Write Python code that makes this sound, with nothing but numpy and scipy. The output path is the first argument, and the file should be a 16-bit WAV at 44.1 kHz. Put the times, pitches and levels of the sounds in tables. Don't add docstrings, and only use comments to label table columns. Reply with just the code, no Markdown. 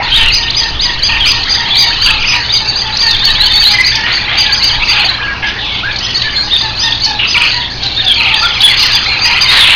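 import sys
import numpy as np
from scipy import signal
from scipy.fft import rfft, irfft
from scipy.io import wavfile
from scipy.ndimage import uniform_filter1d

SR = 44100
rng = np.random.default_rng(int(sys.argv[2]) if len(sys.argv) > 2 else 0)


def wrap_up_sound(samples):
    columns = np.atleast_2d(samples).T
    tamed = np.clip(columns, -1, 1)
    steps = np.round(tamed * 32767).astype(np.int16)
    wavfile.write(sys.argv[1], SR, steps)


N = 429975
TIME = np.arange(N) / SR


def from_db(db):
    return 10 ** (np.asarray(db) / 20)


def rms_one(x):
    return x / np.sqrt(np.mean(x ** 2) + 1e-20)


def level(rows):
    return from_db(np.interp(TIME, *np.transpose(rows)))


def band(x, hz, kind, order=2):
    sections = signal.butter(order, hz, kind, fs=SR, output="sos")
    return signal.sosfilt(sections, x + 1e-18)


def flutter(rate_hz):
    noise = rng.standard_normal(N + SR)
    return rms_one(band(noise, rate_hz, "low")[SR:])


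def add(track, start, sound):
    i = int(np.clip(start * SR, 0, N))
    track[i:i + len(sound)] += sound[:N - i]


def span(start, length):
    n = max(int(length * SR), 64)
    return (int(start * SR) + np.arange(n)) % N, np.linspace(-1, 1, n)


def swell(u, edge):
    return np.sin(np.pi / 2 * np.clip((1 - abs(u)) / edge, 0, 1))


def arch(u, first_hz, middle_hz, last_hz, bend):
    end_hz = np.where(u < 0, first_hz, last_hz)
    return middle_hz + (end_hz - middle_hz) * abs(u) ** bend


def phase(hz):
    return 2 * np.pi * np.cumsum(hz) / SR


def reverberation(x, t60):
    t = TIME[:SR]
    build_up = 1 - np.exp(-t / 0.016)
    tail = rng.standard_normal(SR) * from_db(-60 * t / t60) * build_up
    return signal.fftconvolve(x, tail / np.sqrt(np.sum(tail ** 2)))[:N]


def courtyard(x, wet_db, t60):
    # (delay [s], level [dB])
    reflections = [(.0043, -17), (.019, -24.5), (0.033, -13.5), (.052, -12), (0.083, -16)]
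    early = sum(from_db(db) * np.interp(TIME - delay, TIME, x, left=0) for delay, db in reflections)
    return x + early + from_db(wet_db) * reverberation(x, t60)


def background(ambience_db=-21.5, breeze_db=-3, calm_db=-29):
    # (frequency [Hz], relative spectral level [dB])
    rumble_colour = [(15, -10), (35, -19), (60, -10.5), (95, -7.5), (160, -15.5), (300, -15.5), (550, -20),
                     (900, -17.5), (1500, -26), (5000, -23)]
    # (peak time [s], half width at 1/e [s], level before breeze_db [dB])
    puffs = [(.24, 0.13, -12.5), (.8, 0.14, -18), (1.221, 0.21, -15.5), (2.12, 0.18, -21), (3.35, .22, -19),
             (4.78, .06, -18)]
    # (frequency [Hz], rms level [dB])
    hum_partials = [(57, -33.5), (114, -38), (119.5, -35), (174, -45.5), (199, -46.5), (239, -52.5)]

    colour_hz, colour_db = np.transpose(rumble_colour)
    log_hz = np.log(np.fft.rfftfreq(N, 1 / SR) + 1)
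    colour = from_db(np.interp(log_hz, np.log(colour_hz), colour_db))
    air = rms_one(irfft(rfft(rng.standard_normal(N)) * colour, N))

    wind = from_db(calm_db)
    for peak, width, db in puffs:
        wind = wind + from_db(db) * np.exp(-((TIME - peak) / width) ** 2)
    breeze = wind * rms_one(band(flutter(28), 9.7, "high"))

    hum = np.zeros(N)
    for hz, db in hum_partials:
        hum += np.sqrt(2) * from_db(db) * np.sin(phase(hz * (1 + 0.012 * flutter(4))))
    return from_db(ambience_db) * air + from_db(breeze_db) * breeze + hum


def flock(low_hz, high_hz, rough, glide, wet_db, count):
    out, waver = np.zeros(N), flutter(318)
    for when, size, height, loud, rise, drop in rng.random((count, 6)):
        start = when * N / SR - .02
        at, u = span(start, .01 + .04 * size ** 2)
        hz = low_hz + (high_hz - low_hz) * height
        first_hz = hz * (1 - glide * (rise - .4))
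        last_hz = hz * (1 - glide * (drop - .5))
        pitch = arch(u, first_hz, hz, last_hz, bend=1.4) * (1 + rough * waver[at])
        add(out, start, from_db(-16 * loud) * swell(u, 0.1) * np.sin(phase(pitch)))
    out = out + from_db(wet_db) * reverberation(out, t60=0.36)
    running_power = np.abs(uniform_filter1d(out ** 2, SR // 14))
    return out / np.sqrt(running_power + 1e-6)


def joining_in(calls, own, answer_db, settle_s):
    keep = np.exp(-1 / (settle_s * SR))
    excitement = signal.lfilter([1 - keep], [1, -keep], calls ** 2 + 1e-18)
    return np.sqrt(own ** 2 + from_db(answer_db) ** 2 * excitement)


def yelps(length=0.0607, fall=0.066, rough=0.026, third_db=-4, gain_db=1.5):
    # (start [s], middle pitch [Hz], fundamental level [dB], octave level [dB])
    yelp_notes = [(0, 946, -30, -29), (0.17, 912, -26, -26), (0.381, 933, -32, -25.5),
                  (0.61, 924, -30.0, -25), (0.85, 953, -32, -22.5), (1.09, 914, -26.5, -23.0),
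                  (1.32, 947, -31.5, -28), (1.58, 922, -28, -28), (1.829, 942, -28.5, -24),
                  (2.09, 875, -29, -43), (2.319, 959, -28, -24), (2.6, 884, -30.5, -31),
                  (2.84, 871, -27, -30), (3.025, 915, -27.5, -21.5), (3.27, 898, -33.5, -23),
                  (3.67, 837, -30, -41), (3.94, 907, -28, -32), (4.19, 857, -33, -33),
                  (4.45, 849, -32, -21.5), (4.69, 854, -32.5, -28.5), (4.931, 823, -35.5, -29.5),
                  (6.39, 860, -36, -44), (6.62, 881, -28, -26), (6.83, 913, -26.5, -23.5),
                  (7.061, 873, -23.5, -26.5), (7.341, 963, -30, -31), (7.539, 970, -30, -27.5),
                  (7.82, 792, -32.5, -36), (8.02, 753, -33, -36), (8.171, 924, -28.5, -40),
                  (8.301, 888, -28, -38), (8.63, 870, -32.5, -37), (9.251, 944, -27.5, -26),
                  (9.45, 1036, -29, -20.5)]
    out, waver = np.zeros(N), flutter(360)
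    for start, hz, first_db, octave_db in yelp_notes:
        at, u = span(start, length)
        sag = fall * u / 2 + fall * u ** 2 / 2
        angle = phase(hz * (1 - sag + rough * waver[at]))
        upper = np.sin(2 * angle) + from_db(third_db) * np.sin(3 * angle)
        voice = from_db(first_db) * np.sin(angle) + from_db(octave_db) * upper
        add(out, start, np.sqrt(2) * from_db(gain_db) * swell(u, 0.18) * voice)
    return out


def screeches(buzz_hz=480, buzz_share=0.91, chaos=0.503, trill_hz=105, trill_share=0.57, gain_db=-1.0):
    # (start [s], length [s], start pitch [Hz], end pitch [Hz],
    # rasp [share of pitch per unit of tear], level before gain_db [dB])
    harsh_calls = [(0.108, 0.14, 3213, 2900, 0.17, -13), (1.732, 0.053, 3280, 4040, .16, -21),
                   (4.056, 0.098, 2404, 3246, 0.33, -14), (4.284, 0.12, 2310, 3113, 0.35, -15.5),
                   (4.384, 0.067, 3290, 3000, 0.089, -17), (4.923, .12, 2700, 2875, 0.3, -18.5),
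                   (5.42, .1, 2502, 3194, 0.25, -17), (5.463, 0.043, 4950, 5070, 0.072, -22),
                   (5.577, .25, 3660, 3246, 0.137, -18), (7.189, .075, 2953, 2650, 0.097, -10.5),
                   (7.82, 0.04, 4200, 4210, 0.2, -16.5), (8.672, 0.1, 3080, 2660, 0.15, -16),
                   (8.78, 0.145, 4230, 4280, 0.053, -16), (8.766, 0.14, 3010, 2766, 0.1, -17.5),
                   (9.491, 0.16, 4200, 3620, 0.127, -8), (9.503, 0.13, 1899, 2337, 0.33, -11.5),
                   (8.788, 0.088, 4980, 5050, 0.055, -13), (9.633, 0.16, 2840, 2730, 0.22, -7)]
    out, waver, shake = np.zeros(N), flutter(957), flutter(170)
    buzz = np.sin(phase(buzz_hz * (1 + 0.16 * flutter(89.5))))
    trill = signal.sawtooth(phase(trill_hz * (1 + .2 * flutter(30))))
    tear = buzz_share * buzz + trill_share * trill + chaos * waver
    for start, length, first, last, rasp, db in harsh_calls:
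        at, u = span(start, length)
        pitch = np.interp(u, [-1, 1], [first, last]) * (1 + rasp * tear[at])
        gain = np.sqrt(2) * from_db(db + gain_db + 2 * shake[at])
        add(out, start, gain * swell(u, 0.21) * np.sin(phase(pitch)))
    return out


def chirps(jitter=0.007, wobble=0.01294, shimmer_db=2.0, under_db=-21, attack_share=0.095, gain_db=1.47):
    # (start [s], length [s], middle pitch [Hz], level before gain_db [dB], contour name)
    whistle_notes = [(0.113, 0.042, 3180, -8, "rise"), (0.148, 0.039, 3755, -10.5, "arch"),
                     (0.194, 0.05, 3073, -12, "fall"), (.259, 0.052, 2824, -11, "fall"),
                     (0.313, .08, 4974, -9.5, "climb"), (0.499, .012, 4290, -9, "sweep"),
                     (0.561, 0.052, 4980, -6.5, "arch"), (0.791, 0.026, 4030, -11.5, "sweep"),
                     (0.811, 0.061, 4920, -10, "hook"), (1.018, 0.074, 4874, -8.5, "climb"),
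                     (1.196, 0.061, 3185, -12.5, "fall"), (1.243, 0.087, 4970, -9.5, "climb"),
                     (1.491, 0.045, 4800, -7.5, "arch"), (1.524, 0.046, 4860, -12, "arch"),
                     (1.701, 0.046, 3434, -14, "arch"), (1.736, 0.026, 4000, -13.5, "sweep"),
                     (1.751, .028, 3476, -11.5, "sweep"), (1.758, 0.087, 4750, -7.5, "climb"),
                     (1.86, 0.051, 4430, -16.5, "level"), (1.999, 0.082, 4720, -10, "climb"),
                     (2.261, 0.077, 5124, -11.5, "arch"), (2.489, 0.03, 3720, -13, "rise"),
                     (2.516, 0.068, 4856, -7.5, "hook"), (2.673, 0.044, 4570, -10.5, "level"),
                     (2.744, 0.088, 4800, -14.5, "climb"), (2.921, 0.035, 4090, -16, "rise"),
                     (2.978, 0.075, 4780, -10.5, "climb"), (3.049, 0.061, 4390, -11.5, "fall"),
                     (3.125, .035, 3450, -14, "fall"), (3.19, 0.046, 3600, -14.5, "rise"),
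                     (3.231, 0.063, 4460, -10, "arch"), (3.292, 0.034, 3895, -12, "level"),
                     (3.345, .045, 3440, -14, "swoop"), (3.396, 0.029, 4050, -5.5, "rise"),
                     (3.428, 0.045, 4427, -7.5, "rise"), (3.456, 0.027, 3150, -13.5, "fall"),
                     (3.5, 0.027, 3620, -10, "level"), (3.531, 0.051, 4490, -9, "level"),
                     (3.569, 0.026, 3750, -12, "level"), (3.585, 0.065, 4620, -8.5, "arch"),
                     (3.645, 0.052, 4125, -6, "rise"), (3.693, 0.059, 4810, -12, "rise"),
                     (3.7, .065, 2400, -20, "level"), (3.735, 0.03, 2090, -13, "level"),
                     (3.782, 0.038, 2050, -6.5, "level"), (3.833, .086, 4795, -8.5, "climb"),
                     (3.943, .018, 2540, -21, "level"), (4.03, .04, 1890, -15.5, "level"),
                     (4.113, .07, 4600, -12.5, "arch"), (4.371, .056, 4820, -8, "arch"),
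                     (4.518, 0.033, 4650, -7.5, "rise"), (4.54, .06, 4980, -17, "arch"),
                     (4.612, 0.085, 4727, -9, "climb"), (4.691, .03, 3220, -14.5, "fall"),
                     (4.735, 0.024, 3200, -17, "rise"), (4.817, .027, 2626, -11, "swoop"),
                     (4.872, 0.063, 4750, -9.5, "arch"), (4.995, 0.03, 4300, -13.5, "level"),
                     (5.043, 0.028, 4580, -11, "level"), (5.084, 0.022, 4030, -9, "rise"),
                     (5.192, 0.15, 1652, -20, "level"), (5.424, .07, 1700, -17, "level"),
                     (5.823, 0.089, 1627, -17.5, "swoop"), (6.024, .05, 5230, -18.5, "arch"),
                     (6.142, 0.041, 4410, -11.5, "rise"), (6.237, 0.061, 1745, -19, "level"),
                     (6.345, 0.073, 4295, -13, "level"), (6.506, 0.064, 3720, -8.5, "arch"),
                     (6.558, 0.11, 4800, -18, "hook"), (6.772, 0.098, 5040, -13, "climb"),
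                     (6.819, 0.077, 3630, -14, "hook"), (6.922, .043, 3680, -21, "rise"),
                     (7.005, 0.063, 4560, -12, "arch"), (7.268, .07, 5040, -12.5, "arch"),
                     (7.464, .04, 4450, -18, "rise"), (7.536, .05, 4500, -17, "fall"),
                     (7.86, 0.031, 4010, -15.5, "level"), (7.96, 0.063, 3760, -13, "hook"),
                     (8.06, .07, 3400, -7.5, "fall"), (8.149, .055, 4360, -14, "fall"),
                     (8.343, 0.1, 4750, -15, "hook"), (8.416, 0.052, 1374, -13.5, "rise"),
                     (8.447, 0.028, 3390, -10.5, "fall"), (8.623, 0.047, 3418, -4.5, "arch"),
                     (8.692, 0.041, 2110, -15.5, "fall"), (8.68, 0.048, 4720, -20, "fall"),
                     (8.767, 0.063, 4690, -15, "fall"), (8.922, 0.051, 4790, -10, "level"),
                     (8.93, .053, 3490, -13, "fall"), (9.04, .11, 4140, -17, "level"),
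                     (9.08, .07, 2380, -18.5, "level"), (9.207, 0.077, 4810, -11, "rise"),
                     (9.405, 0.046, 4826, -7, "arch"), (9.477, 0.028, 3690, -9, "level"),
                     (9.582, 0.068, 3620, -8.5, "fall")]
    pitch_shapes = {"arch": (.86, .88, 2.8), "climb": (.72, .91, 2.4), "hook": (.9, .76, 2.6),
                    "level": (.96, .99, 2.0), "rise": (.91, 1.06, 1.4), "sweep": (.87, 1.18, 1.0),
                    "swoop": (.72, 1.1, 1.8), "fall": (1.07, .9, 1.3)}
    out, waver, sway, shake = np.zeros(N), flutter(350), flutter(70.7), flutter(97)
    for start, length, hz, db, contour in whistle_notes:
        at, u = span(start, length)
        first, last, bend = pitch_shapes[contour]
        unsteady = 1 + jitter * waver[at] + wobble * sway[at]
        angle = phase(arch(u, first * hz, hz, last * hz, bend) * unsteady)
        tone = np.sin(angle) + from_db(under_db) * np.sin(angle / 2)
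        attack = 1 - np.exp(-(u + 1) / 2 / attack_share)
        opening = swell(u, .14) * (1 - .35 * u ** 2) * attack
        gain = np.sqrt(2) * from_db(db + gain_db + shimmer_db * shake[at])
        add(out, start, gain * opening * tone)
    return out


def warbles(swing_hz=680, cycle_s=0.037, under_db=-17, gain_db=-2.0):
    # (start [s], length [s], centre pitch [Hz], level before gain_db [dB])
    warble_notes = [(0.202, 0.068, 2880, -13), (1.084, 0.1, 2680, -12), (1.254, 0.05, 2580, -12.5),
                    (2.055, 0.064, 2896, -8.5), (2.219, 0.043, 2577, -11.5), (2.279, 0.089, 2613, -10.5),
                    (4.886, 0.17, 2723, -13), (7.342, 0.043, 2608, -7), (7.402, 0.087, 2652, -8.5),
                    (8.194, 0.14, 2670, -10.5), (9.248, 0.073, 2687, -12.5), (9.305, 0.092, 2650, -11.5)]
    out, shake = np.zeros(N), flutter(200)
    hoarse = 1 + .05 * flutter(400)
    for start, length, hz, db in warble_notes:
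        at, u = span(start, length)
        scoop = abs(np.sin(np.pi * (u + 1) / 2 * length / cycle_s))
        pitch = hz * hoarse[at] - swing_hz * (scoop - 2 / np.pi)
        angle = phase(pitch)
        neighbours = np.sin(angle / 2) + np.sin(angle + angle / 2)
        tone = np.sin(angle) + from_db(under_db) * neighbours
        gain = np.sqrt(2) * from_db(db + gain_db + 2.8 * shake[at])
        add(out, start, gain * swell(u, 0.14) * tone)
    return out


def flicks(length=0.01296, rise=0.1434, rough=0.074):
    # (start [s], middle pitch [Hz], level [dB])
    flick_notes = [(.34, 4230, -10), (.478, 3030, -11), (.543, 3780, -10), (.63, 4004, -10),
                   (1.312, 4440, -9), (1.43, 4290, -10), (2.966, 4700, -7), (3.106, 4470, -4),
                   (3.143, 3410, -11.5), (3.245, 4780, -9.5), (3.952, 5040, -6), (4.277, 2090, -13.5),
                   (4.46, 3440, -6.5), (5.2, 1875, -17), (5.224, 3190, -17), (5.91, 3390, -15.5),
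                   (5.957, 4240, -11.5), (5.984, 4900, -12), (6.062, 3850, -14.5), (6.104, 4760, -15.5),
                   (6.215, 4160, -9), (6.217, 3110, -13), (6.609, 3920, -12), (6.92, 3540, -7),
                   (7.042, 4970, -7.5), (7.052, 4590, -7), (7.828, 4400, -11.5), (7.858, 3990, -10.5),
                   (8.075, 3720, -11), (8.338, 3460, -5), (8.603, 3770, -6.5), (8.613, 4540, -6.5),
                   (8.823, 4350, -5)]
    out, waver = np.zeros(N), flutter(1100)
    for start, hz, db in flick_notes:
        at, u = span(start, length)
        pitch = hz * (1 + rise * u + rough * waver[at])
        add(out, start, np.sqrt(2) * from_db(db) * swell(u, 0.86) * np.sin(phase(pitch)))
    return out


def scene(low_db=0.5, mid_db=-1.0, high_db=-1.5):
    # (time [s], level [dB])
    low_chatter = [(0, -17), (.15, -32), (.8, -33.5), (1.7, -27), (2.7, -32), (3.6, -26), (4.0, -31.5),
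                   (5.05, -23.5), (5.7, -32), (6.9, -33), (7.75, -49), (8.4, -27.5), (9.75, -23)]
    mid_chatter = [(0, -18.5), (.4, -22), (.75, -28), (1.55, -20), (2.35, -19.5), (2.85, -25), (3.9, -16.5),
                   (4.5, -19.5), (5.22, -19.5), (5.38, -24.5), (5.55, -21.5), (6.3, -22.5), (7.1, -31),
                   (7.55, -21.5), (7.78, -29.5), (8.15, -18), (9.2, -15.5), (9.75, -12.5)]
    high_chatter = [(0, -15), (.45, -18.5), (.75, -21), (1.8, -14), (2.85, -19), (3.55, -15), (4.0, -18.5),
                    (5.05, -16), (5.2, -28.5), (5.5, -33.5), (6.1, -17.5), (7.2, -20.5), (7.55, -12.5),
                    (7.76, -22), (8.0, -17), (8.85, -13), (9.15, -17.5), (9.75, -13.5)]

    whistles = chirps() + flicks()
    hoarse = warbles() + screeches()
    calls = whistles + hoarse
    near = courtyard(calls, wet_db=-10.5, t60=0.42)
    far = courtyard(yelps(), wet_db=0.5, t60=0.36)

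    low_own = from_db(low_db) * level(low_chatter)
    mid_own = from_db(mid_db) * level(mid_chatter)
    high_own = from_db(high_db) * level(high_chatter)
    low = joining_in(hoarse, low_own, answer_db=-16, settle_s=0.026)
    mid = joining_in(band(calls, 2100, "low"), mid_own, answer_db=-15.5, settle_s=0.047)
    high = joining_in(band(calls, 3400, "high"), high_own, answer_db=-8, settle_s=0.048)
    chatter = (low * flock(782, 1700, rough=0.08, glide=0.46, wet_db=-3.5, count=1100)
               + mid * flock(1650, 3050, rough=0.026, glide=0.397, wet_db=-4.5, count=850)
               + high * flock(2950, 4850, rough=0.021, glide=0.3208, wet_db=-4, count=1100))
    return (near + far + chatter + background())[None]


def record(dry, ceiling=1.0, hardness=10.2, cutoff_hz=16500):
    every_fourth = np.arange(N) % 4 == 0
    sparse = band(dry, 5400, "low", order=10) * 4 * every_fourth
    smoothing = signal.firwin(57, SR / 8, window=("kaiser", 8), fs=SR)
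    smooth = signal.fftconvolve(sparse, smoothing[None], "same")
    clipped = smooth / (1 + abs(smooth / ceiling) ** hardness) ** (1 / hardness)
    return band(clipped, cutoff_hz, "low", order=14)


dry = scene()
out = record(dry)
wrap_up_sound(out)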